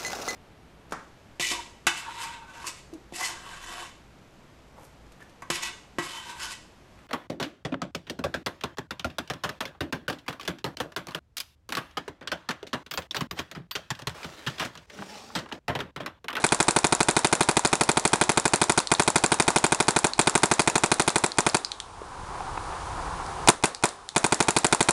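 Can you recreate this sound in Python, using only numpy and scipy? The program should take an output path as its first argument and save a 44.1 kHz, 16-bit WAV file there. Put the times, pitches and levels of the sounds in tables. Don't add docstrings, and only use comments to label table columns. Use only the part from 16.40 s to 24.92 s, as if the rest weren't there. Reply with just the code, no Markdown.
import sys
import numpy as np
from scipy import signal
from scipy.fft import rfft, irfft, next_fast_len
from scipy.io import wavfile
from scipy.ndimage import map_coordinates

SR = 44100
rng = np.random.default_rng(int(sys.argv[2]) if len(sys.argv) > 2 else 0)


def store_wav(level_fs):
    pcm = np.round(np.clip(np.atleast_2d(level_fs), -1, 1) * 32767)
    wavfile.write(sys.argv[1], SR, pcm.T.astype(np.int16))


def volts(x):
    e = np.asarray(x, float) / 20
    return 10 ** e


N = 375732


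def unit(x):
    return x / np.sqrt(np.mean(x ** 2) + 1e-20)


def along(points, hz):
    f, v = np.transpose(points)
    return np.interp(np.log(hz + 1), np.log(f + 1), v)


def filtered(x, response):
    m = next_fast_len(len(x) + 4096)
    return irfft(rfft(x, m) * response(np.fft.rfftfreq(m, 1 / SR)), m)[:len(x)]


def modes(table):
    def response(f):
        total = 0
        for k, (centre, width, db) in enumerate(table):
            damping = 1j * f * width
            total = total + (-1) ** k * volts(db) * damping / (centre * centre - f * f + damping + 1)
        return total
    return response


def wobble(rate):
    return map_coordinates(rng.standard_normal(int(N * rate / SR) + 4), [np.arange(N) * rate / SR])


def noise(spectrum):
    return unit(filtered(rng.standard_normal(N), lambda f: volts(along(spectrum, f))))


def add(track, s, piece):
    at = round(s * SR)
    part, piece = track[max(at, 0):], piece[max(-at, 0):]
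    part[:len(piece)] += piece[:len(part)]


def burst(t60, rise=.0002, length=.03):
    t = np.arange(round(length * SR)) / SR
    return rng.standard_normal(len(t)) * volts(-60 * t / t60) * (1 - np.exp(-t / rise))


def strike(t60, grit, length=.03):
    blow = grit * burst(t60, length=length)
    blow[0] += 1
    return blow


def overload(x, top, hardness):
    return x / (1 + np.abs(x / top) ** hardness) ** (1 / hardness)


# (time [s], shots, bolt delay of first shot [ms], bolt delay of later shots [ms])
STRINGS = [
    (-.44262, 36, 22, 25.2),
    (2.5157, 15, 22.4, 24.9),
    (3.7913, 14, 22.7, 25),
    (4.9841, 3, 21.6, 24.3),
    (7.0854, 1, 15.1, 0),
    (7.2371, 1, 18.7, 0),
    (7.4366, 1, 18.5, 0),
    (7.7616, 10, 17.9, 22.4),
]
START_DB = [-13.5, -14, -13, -15.1, -11.5, -12.6, -13, -14.3]
SAG_DB_PER_S = [0.43, 0.27, 2.7, .3, 0, 0, 0, 0]


def firing():
    cycle_s, first_early_s = .080537, .0002
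    mean_tick_db, mean_bolt_db, mean_echo_db = -21.5, -0.8, -19.5
    scatter = [.55, .6, .55, .9, .45]
    rows = []
    for (start, shots, first_ms, later_ms), start_db, sag in zip(STRINGS, START_DB, SAG_DB_PER_S):
        k = np.arange(shots)
        pop_luck, tick, late, bolt, echo = (rng.standard_normal((shots, 5)) * scatter).T
        times = start + k * cycle_s - (k > 0) * first_early_s
        pop_db = start_db - sag * k * cycle_s + pop_luck
        bolt_ms = np.where(k > 0, later_ms + late, first_ms)
        rows += zip(times, pop_db, mean_tick_db + tick - pop_luck, bolt_ms,
                    mean_bolt_db + bolt - pop_luck, mean_echo_db + echo - pop_luck / 2)
    return np.array(rows)


# (frequency [Hz], width [Hz], level [dB])
VALVE = [(834, 84, 3.5), (2640, 530, -12.5), (3800, 1900, -19), (8040, 8800, -21)]


def valve_ticks(shots):
    valve, tick = np.zeros(N), strike(0.021, 1.0)
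    for s, db, tick_db, *_ in shots:
        add(valve, s - .0112, volts(db + tick_db + 25) * (tick + 0.031 * burst(0.0098)))
    return filtered(valve, modes(VALVE))


# (delay [ms], level [dB], dulled above [Hz])
ARRIVALS = [
    (.27, 2, 2100),
    (1.45, 1.5, 3150),
    (2.0, -7, 21600),
    (2.9, -13.5, 13000),
    (4.65, 1, 2960),
    (5.3, 8.5, 940),
    (7.05, 1, 1220),
    (9.75, -2, 720),
    (10.5, 5, 1020),
    (12.9, -5, 750),
]
PUSH = [-1, -1, 1, 1, -1, 1, -1, -1, 1, -1]
# (frequency [Hz], width [Hz], level [dB])
BARREL = [(184, 1440, -2.65), (534, 87, -8.5), (867, 60, -13), (1516, 290, 0.5), (1705, 140, -28),
          (2434, 216, 1.5), (3390, 180, -5), (3780, 230, -6.5)]


def muzzle_pops(shots):
    def paths(f):
        total = 0
        for push, (ms, db, dull_hz) in zip(PUSH, ARRIVALS):
            delay = np.exp(-2j * np.pi * f * ms / 1000)
            total = total + push * volts(db) * delay / (1 + 1j * f / dull_hz) ** 2
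        return total

    pops, barrel = np.zeros(N), modes(BARREL)
    impulse = np.eye(1, 1200)[0]
    front = unit(filtered(impulse, lambda f: paths(f) * barrel(f)))
    for s, db, *_ in shots:
        add(pops, s, volts(db - 5.5) * front)
    return pops


# (delay [ms], level [dB], t60 [ms])
JETS = [
    (.4, 3, 7.5),
    (2.3, -2, 8.5),
    (4.9, 1.5, 9.4),
    (9.8, -7, 8),
]
# (frequency [Hz], density [dB per Hz])
JET = [(900, -9.5), (1500, 5), (3000, -5.5), (4000, 1), (5500, -6), (7500, 0), (9000, 1.5), (11500, -5.5),
       (14000, 1.5)]


def air_jets(shots):
    jets = np.zeros(N)
    habit = [burst(t60_ms / 1000, rise=0.000092) for _, _, t60_ms in JETS]
    for s, db, *_ in shots:
        for (ms, jet_db, t60_ms), usual in zip(JETS, habit):
            level = volts(db + jet_db + rng.normal(0, 0.98) + 7.0)
            fresh = burst(t60_ms / 1000, rise=0.00031)
            add(jets, s + ms / 1000, level * (0.75 * usual + 0.97 * fresh))
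    return filtered(jets, lambda f: volts(along([(200, -56)] + JET, f)))


# (frequency [Hz], width [Hz], level [dB])
BOLT = [(940, 167, 1), (2670, 150, -9), (4600, 1040, -13.5), (7290, 720, -2), (11100, 2600, -9)]


def bolt_slams(shots):
    bolt, slam = np.zeros(N), burst(0.0074, rise=0.00024)
    for s, db, _, late_ms, bolt_db, _ in shots:
        rattle = 1.45 * burst(0.0072, rise=0.00017)
        tail = volts(-18.0) * burst(0.079)
        add(bolt, s + late_ms / 1000, volts(db + bolt_db + 13.5) * (0.69 * slam + rattle + tail))
    return filtered(bolt, modes(BOLT))


# (frequency [Hz], t60 [s])
TREES = [(150, 0.41), (500, 0.31), (1000, 0.32), (3000, 0.32), (10000, 0.27)]
# (frequency [Hz], density [dB per Hz])
FOLIAGE = [(100, -46), (300, 0.5), (550, 2), (900, 0), (1600, -3.5), (3000, -15.5), (3700, -7.5),
           (4600, -13.5), (6000, -12.5), (9000, -11.5)]


def trees(shots):
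    out = np.zeros(N)
    hz, t = np.fft.rfftfreq(256, 1 / SR)[:, None], np.arange(120) * 128 / SR

    def chance():
        return (rng.standard_normal((len(hz), len(t), 2)) @ [1, 1j]) / 18

    near = volts(-8.5 - 60 * t / 0.19)
    far = volts(-60 * t / along(TREES, hz))
    colour = volts(along(FOLIAGE, hz))
    steady, same = 1 / (1 + (hz / 2500) ** 2), chance()
    for s, db, *_, echo_db in shots:
        new = chance()
        nearest = steady * same + np.sqrt(1 - steady ** 2) * new
        field = (near * nearest + far * new) * colour
        add(out, s + .009, volts(db + echo_db + 15.5) * signal.istft(field, SR, nperseg=256)[1])
    return out


# (frequency [Hz], density [dB per Hz])
ROAD = [(120, -36), (200, -12.5), (369, -6), (409, -4.5), (448, -9.5), (482, -6), (641, -10), (717, -1),
        (1020, 0.5), (1370, -6), (2300, -21.5), (2990, -38), (5060, -120)]
# (frequency [Hz], density [dB per Hz])
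RUMBLE = [(12, -33), (20, 10.5), (65, 5), (108, -4), (182, -7), (220, -31), (290, -32), (480, -120)]
# (frequency [Hz], density [dB per Hz])
HISS = [(1200, -46), (2200, 0), (4000, -1.5), (8000, -5), (12500, -4.5)]


def background():
    road_db, rumble_db, hiss_db = -53, -53.5, -64
    lumps = volts(.5 * wobble(9) + .7 * wobble(30))
    gusts = volts(1.2 * wobble(6))
    road = volts(road_db) * lumps * noise(ROAD)
    rumble = volts(rumble_db) * gusts * noise(RUMBLE)
    return road + rumble + volts(hiss_db) * noise(HISS + [(14000, -60)])


def deep_wood(shots):
    linger_t60, low_db, high_db = 3.4, -50.5, -56
    t = np.arange(0, N / SR + .01, .005)
    age = np.maximum(t[:, None] - shots[:, 0], 0)
    power = volts(-60 * age / linger_t60) ** 2 * (1 - np.exp(-age / 0.024))
    pile = np.sqrt(power.sum(axis=1))
    low = volts(low_db + 1.3 * wobble(16) + 0.99 * wobble(30)) * noise(ROAD)
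    high = volts(high_db) * noise(HISS + [(14000, -60)])
    return np.interp(np.arange(N) / SR, t, pile) * (low + high)


# (time [s], peak level [dB], ring [Hz], top re ring [dB])
CLICKS = [(0.021, -27, 3800, 1), (0.09, -15, 3430, -2), (2.4724, -9.5, 4200, -7), (2.55, -10, 4070, -14),
          (2.6345, -11.5, 7280, -11), (3.5952, -23, 7550, -1), (3.7349, -9, 4240, -12),
          (3.821, -15, 4150, -6), (4.919, -14.5, 4240, -8), (5.098, -15, 4800, -9),
          (5.248, -7.5, 4600, -11), (5.318, -11.5, 3850, -7.5), (5.4018, -13.5, 3630, -3.5),
          (6.864, -28, 4920, -4), (7.3482, -14.5, 4570, -5.5), (7.49, -21, 4600, -1), (7.69, -16, 3850, -1)]
# (time [s], peak level [dB], ring [Hz])
FEED = [(.6156, -17, 4400), (.702, -15, 4300), (0.781, -16, 4100), (.862, -16, 3000), (1.024, -13, 4000),
        (1.2594, -9.5, 4600), (1.826, -12, 3570), (2.1501, -17, 4500), (2.232, -13, 4100), (2.39, -8, 4400),
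        (2.7745, -18, 4200), (2.9312, -14, 3600), (3.1754, -11, 3620), (3.2554, -14, 3450),
        (3.5826, -21, 4700), (4.205, -9, 4500), (4.6138, -15, 3920), (4.6933, -12, 4100), (8.173, -8, 4340)]


def clicks():
    out = np.zeros(N)
    feed_top_db = -3
    for s, db, hz, top_db in CLICKS + [(*row, feed_top_db) for row in FEED]:
        echo = volts(-36) * burst(0.22, rise=0.0021, length=.12)
        blow = strike(0.0065, 0.25, length=.12) + echo
        ring = modes([(hz * 0.857, 800, -2), (hz * 1.104, 800, -2)])
        body, top = modes([(1100, 1100, -0.89)]), modes([(8300, 5500, top_db)])
        around = modes([(hz * 1.15, hz * 1.1, 0)])
        plastic = filtered(blow, lambda f: (body(f) + ring(f) - top(f)) * around(f))
        add(out, s, volts(db + 15.5) * plastic)
    return out


# (time [s], peak level [dB], ring [Hz], upper ring re main [dB])
KNOCKS = [
    (5.617, -26, 460, -18),
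    (6.006, -17, 760, -26),
    (6.175, -16, 950, -7),
    (6.749, -35, 692, -14),
]


def knocks():
    out = np.zeros(N)
    for s, db, hz, top_db in KNOCKS:
        wood = modes([(hz, 300, 0), (2600, 300, top_db)])
        dull = filtered(strike(0.028, 0.16), lambda f: wood(f) / (1 + 1j * f / 1500) ** 2)
        add(out, s, volts(db + 29.0) * dull)
    return out


def gain_control(shots):
    open_db, ease = 18, 1.71
    recover_s, clamp_s = 0.58, 0.0092
    lock_s = 0.67
    s, t = shots[:, 0], np.arange(N) / SR

    def opened(rest):
        return open_db * (1 - np.exp(-(np.maximum(rest, 0) / recover_s) ** ease))

    held = lock_s * (opened(np.diff(s, prepend=s[0])) / open_db) ** 2
    free = np.maximum.accumulate(s + held)
    met_db = opened(s - np.r_[s[0], free[:-1]])
    last = np.searchsorted(s, t) - 1
    return volts(opened(t - free[last]) + met_db[last] * np.exp(-(t - s[last]) / clamp_s))


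def scene():
    shots = firing()
    blast = valve_ticks(shots) + muzzle_pops(shots) + air_jets(shots) + bolt_slams(shots)
    blast = overload(blast, 0.54, 4)
    gained = gain_control(shots) * (blast + trees(shots) + background())
    return (gained + deep_wood(shots) + clicks() + knocks())[None]


def roll_off(x):
    return signal.sosfilt(signal.butter(12, 16430, fs=SR, output="sos"), x)


# (frequency [Hz], level [dB])
MICROPHONE = [(20, -11), (100, 0), (10050, 0), (10900, -15), (11900, -22), (12700, -52), (20000, -95)]


def record(dry):
    kept = filtered(overload(dry[0], .66, 6), lambda f: volts(along(MICROPHONE, f)))
    excess = dry[0] - dry[0].clip(-1.2, 1.2)
    spill_band = [(10500, -70), (12000, -24), (16000, -26), (16800, -80)]  # Hz, dB
    spill = filtered(excess, lambda f: volts(along(spill_band, f)))
    return roll_off((kept + spill)[None])


dry = scene()
out = record(dry)
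store_wav(out)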